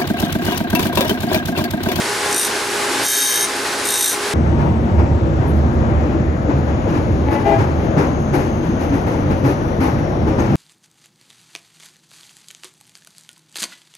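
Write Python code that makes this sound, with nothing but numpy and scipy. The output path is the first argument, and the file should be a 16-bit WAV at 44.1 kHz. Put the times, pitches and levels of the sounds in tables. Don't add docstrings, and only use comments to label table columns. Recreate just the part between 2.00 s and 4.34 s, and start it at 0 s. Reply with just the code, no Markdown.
import sys
import numpy as np
from scipy import signal
from scipy.fft import rfft, irfft, next_fast_len
from scipy.io import wavfile
from scipy.ndimage import uniform_filter1d, map_coordinates

SR = 44100
rng = np.random.default_rng(int(sys.argv[2]) if len(sys.argv) > 2 else 0)


def wrap_up_sound(samples):
    columns = np.atleast_2d(samples).T
    tamed = np.clip(columns, -1, 1)
    steps = np.round(tamed * 32767).astype(np.int16)
    wavfile.write(sys.argv[1], SR, steps)


def volts_from_decibels(level):
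    exponent = np.asarray(level, float) / 20
    return 10 ** exponent


N = 103061
T = np.arange(N) / SR
LEFT_RIGHT = np.array([[1], [-1]])


def rms_one(x):
    return x / np.sqrt(np.mean(x ** 2) + 1e-20)


def colour(x, points):
    hz, db = np.transpose(points)
    size = next_fast_len(len(x) + 4096)
    bin_hz = np.arange(size // 2 + 1) * SR / size
    gain_db = np.interp(np.log(bin_hz + 1), np.log(hz), db)
    return irfft(rfft(x, size) * volts_from_decibels(gain_db), size)[:len(x)]


def resonate(x, hz, width_hz):
    r = np.exp(-np.pi * width_hz / SR)
    feed = np.sqrt((1 - r * r) / 2) * np.array([1, 0, -1])
    return signal.lfilter(feed, [1, -2 * r * np.cos(2 * np.pi * hz / SR), r * r], x)


def low_pass(x, hz):
    return signal.sosfilt(signal.butter(2, hz, fs=SR, output="sos"), x)


def drift(rate):
    count = int(T[-1] * rate * 2) + 2
    return np.interp(T * rate * 2, np.arange(count), rng.standard_normal(count))


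def fan_and_bearing_roar():
    # pitch_hz, level_db
    roar_curve = [(25, -30), (150, -20.5), (300, -8.5), (1700, -8), (3000, -13.5), (10500, -19.5),
                  (13000, -33), (15600, -45)]
    # pitch_hz, level_db
    roar_width = [(60, -17), (250, -28.5), (500, -19), (950, -7), (2380, -7.5), (5980, -8.5),
                  (10000, -15.5), (14000, -45)]
    # pitch_hz, width_hz, level_db
    housing = [(272, 2.7, -15), (359.2, 13, -9.5), (390, 16, -14.5), (481, 4.6, -15.5), (950, 28, -16.5),
               (1052, 16, -13), (1126, 21, -18), (1520, 165, -9), (2075, 45, -17), (4100, 1600, -10)]
    roar_db, flicker_db = 3, 0.66
    white = rng.standard_normal((4, N))
    scale = volts_from_decibels(roar_db) / np.std(colour(white[0], roar_curve))
    pair = []
    for air, body in (white[:2], white[2:]):
        ringing = sum(volts_from_decibels(db) * resonate(body, hz, width) for hz, width, db in housing)
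        pair.append(scale * colour(air, roar_curve) + ringing)
    mid, side = pair[0], colour(pair[1], roar_width)
    return np.array([mid + side, mid - side]) * volts_from_decibels(flicker_db * drift(15))


def motor_tones():
    # pitch_hz, level_db, wander_hz, left_right_db
    tones = [(59, -34, .5, 0), (89, -27, .5, 0), (119.5, -23, .5, 0), (178, -28, .5, 0), (228, -24, 1.5, 0),
             (410, -6, .8, -1.5), (831, -8.5, .8, 2)]
    out = np.zeros((2, N))
    for hz, db, wander_hz, pan_db in tones:
        phase = 2 * np.pi * np.cumsum(hz + wander_hz * drift(3.95)) / SR + rng.uniform(0, 6.3)
        lead = pan_db / 6 * LEFT_RIGHT
        loudness_db = db + 3 + 3.2 * drift(8) + pan_db / 2 * LEFT_RIGHT
        out += volts_from_decibels(loudness_db) * np.sin(phase + lead)
    return out


def motor():
    # start_s, level_db
    motor_level = [(0, -25.5), (.12, -25.5), (.32, -24.5), (.40, -30), (.47, -26), (.7, -25), (1.03, -23),
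                   (1.08, -33), (1.3, -33.5), (1.46, -27.5), (1.5, -26.5), (1.84, -26), (1.98, -31),
                   (2.08, -34), (2.15, -26), (2.33, -27)]
    treble_follows = 0.9
    level_db = np.interp(T, *np.transpose(motor_level))
    sound = fan_and_bearing_roar() + motor_tones()
    low = low_pass(sound, 2500)
    treble = (sound - low) * volts_from_decibels((treble_follows - 1) * (level_db - level_db.max()))
    return volts_from_decibels(level_db) * (low + treble)


def shop(x):
    # pitch_hz, side_db relative to the middle
    shop_width = [(300, -14), (1500, 3), (4000, -4), (9000, -7), (13000, -46)]
    echo_db, fade_60db_s = -8, .17
    t = T[:SR // 2]
    tail = rng.standard_normal((2, SR // 2)) * volts_from_decibels(-60 * t / fade_60db_s) * (t > .002)
    mid, side = (signal.fftconvolve(x, h / np.sqrt(np.sum(h ** 2)))[:N] for h in tail)
    side = colour(side, shop_width)
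    return volts_from_decibels(echo_db) * np.array([mid + side, mid - side])


def grit(size):
    spread_db = 1.5
    return rms_one(rng.standard_normal(size) * volts_from_decibels(spread_db * rng.standard_normal(size)))


def wheel_turns(since, fast, slow):
    sag_s = .04
    sagging = sag_s * (1 - np.exp(-np.abs(since) / sag_s))
    return slow * since + (fast - slow) * np.where(since > 0, sagging, since)


def oval_bite(angle, dip_db):
    rise, lift = 0.021, 0.32
    fall = 0.36 * (10.5 / np.maximum(dip_db, 3)) ** 2
    spots = []
    for late, share in ((0, 1), (.42, .2)):
        a = (angle - late) % 1
        spots.append(share * np.clip(a / rise, 0, 1) * np.exp(-a / fall))
    return np.clip((1 - angle) / lift, 0, 1) * np.max(spots, axis=0)


def grit_force(gate, angle, repeats):
    surface = map_coordinates(grit(760), [angle * 760], order=3, mode="grid-wrap")
    fresh = grit(N)
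    swap = np.sqrt(repeats) * surface - (1 - np.sqrt(1 - repeats)) * fresh
    return gate * (fresh + low_pass(swap, 7750)) + 1e-18


def steel_rasp(force, since, dulling_db):
    # pitch_hz, level_db
    rasp_curve = [(700, -29), (1500, -2), (3000, -4), (5500, -2.5), (9000, -1), (11400, -2), (12800, -3),
                  (15600, -34)]
    rasp_db, dulling_s, dull_above_hz = 1.5, 0.24, 6300
    rasp = volts_from_decibels(rasp_db) * colour(force, rasp_curve)
    top = colour(rasp, [(dull_above_hz * 0.86, -40), (dull_above_hz, 0)])
    loaded = np.tanh(np.clip(since / dulling_s, 0, 9) ** 2)
    return rasp + top * (volts_from_decibels(dulling_db * loaded) - 1)


def wheel_ring(force, k):
    # pitch_hz, width_hz, pass_1_db, pass_2_db, pass_3_db
    wheel_modes = [(1650, 120, -23, -18.5, -11), (3732, 35, -10.5, -19, -13.5), (4130, 28, -27, -29, -23),
                   (4770, 60, -27, -34, -33), (5220, 140, -28, -20, -32), (5853, 88, -7.5, -13.5, -13.5),
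                   (6425, 120, -13, -13, -9), (7620, 120, -18, -20, -14.5), (8330, 180, -8, -20, -10),
                   (9140, 36, -3, -22, -8.5), (9060, 360, -19, -11.5, -9.5), (11610, 36, -11, -11.5, -10),
                   (12370, 22, -12, -11, -7), (15090, 43, -27, -21.5, -19)]
    return sum(volts_from_decibels(row[2 + k]) * resonate(force, row[0], row[1]) for row in wheel_modes)


def pattern_tones(turns, since, strength, k):
    order_numbers = [
        [101, 157],
        [30, 36, 54, 65, 100, 110, 148, 158],
        [64, 65, 71, 83, 101],
    ]
    order_levels = [
        [-15, -12],
        [-18, -18, -15, -5, -14, -8, -12, -4],
        [-10, -12, -14, -15, -13],
    ]
    build_s = [.004, .09, .03][k]
    tones = np.zeros(N)
    for order, db in zip(order_numbers[k], order_levels[k]):
        phase = 2 * np.pi * order * turns + 1.16 * drift(5)
        tones += volts_from_decibels(db + 3 + 1.7 * drift(11)) * np.sin(phase)
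    return strength * np.tanh(np.clip(since / build_s, 0, 9)) * tones


def wheel():
    # start_s (first bite), touch_turns_per_s, loaded_turns_per_s, repeat_share (0-1)
    passes = [
        (.327, 58.4, 58.3, .4),
        (1.029, 58.45, 57.94, .85),
        (1.8525, 58.3, 58.16, .7),
    ]
    # start_s, level_db, dip_db (between bites)
    cuts = [
        [(.29, -34.5, 12), (.324, -21, 8), (.328, -15, 13), (.40, -18.5, 9), (.455, -21.5, 7), (.47, -30, 4),
         (.49, -48, 18.5)],
        [(1.015, -39, 7), (1.04, -21.5, 5.5), (1.08, -20.5, 5.5), (1.15, -19.5, 4.5), (1.3, -21.5, 2.5),
         (1.39, -18, 8), (1.45, -18.5, 7), (1.465, -38, 7), (1.48, -50, 11)],
        [(1.84, -40, -1), (1.855, -19, 10), (1.88, -20.5, 8.5), (1.97, -21.5, 5.5), (2.05, -19.5, 6.5),
         (2.12, -21, 7), (2.145, -26.5, 8), (2.165, -48, 10)],
    ]
    # pitch_hz, level_db
    cut_colour = [(12450, 0), (12800, -8), (14300, -12), (15050, 0)]
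    dulling_db, bite_spread_db = [3, -5.5, 0], .6
    out = np.zeros(N)
    for k, ((start, fast, slow, repeats), cut) in enumerate(zip(passes, cuts)):
        cut_s, cut_db, cut_dip_db = np.transpose(cut)
        since = T - start
        turns = wheel_turns(since, fast, slow)
        angle = turns % 1
        dip_db = np.interp(T, cut_s, cut_dip_db)
        bite = oval_bite(angle, dip_db)
        strength_db = bite_spread_db * rng.standard_normal(256)[np.floor(turns).astype(int) % 256]
        depth = volts_from_decibels(np.interp(T, cut_s, cut_db, left=-120, right=-120))
        gate = depth * volts_from_decibels(dip_db * (bite - 0.865) * 2.14 + strength_db)
        force = grit_force(gate, angle, repeats)
        out += steel_rasp(force, since, dulling_db[k]) + wheel_ring(force, k)
        smooth = np.sqrt(depth * np.abs(uniform_filter1d(gate, size=200)))
        out += pattern_tones(turns, since, smooth, k)
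    return colour(out, cut_colour)


def scene():
    cut = wheel()
    return motor() + cut + shop(cut)


def top_cut(x):
    return signal.sosfilt(signal.butter(12, 15710, fs=SR, output="sos"), x)


def record(dry):
    cutoff_hz = 15230
    mix = signal.sosfilt(signal.ellip(10, .5, 30, cutoff_hz, fs=SR, output="sos"), dry)
    return top_cut(mix)


dry = scene()
out = record(dry)
wrap_up_sound(out)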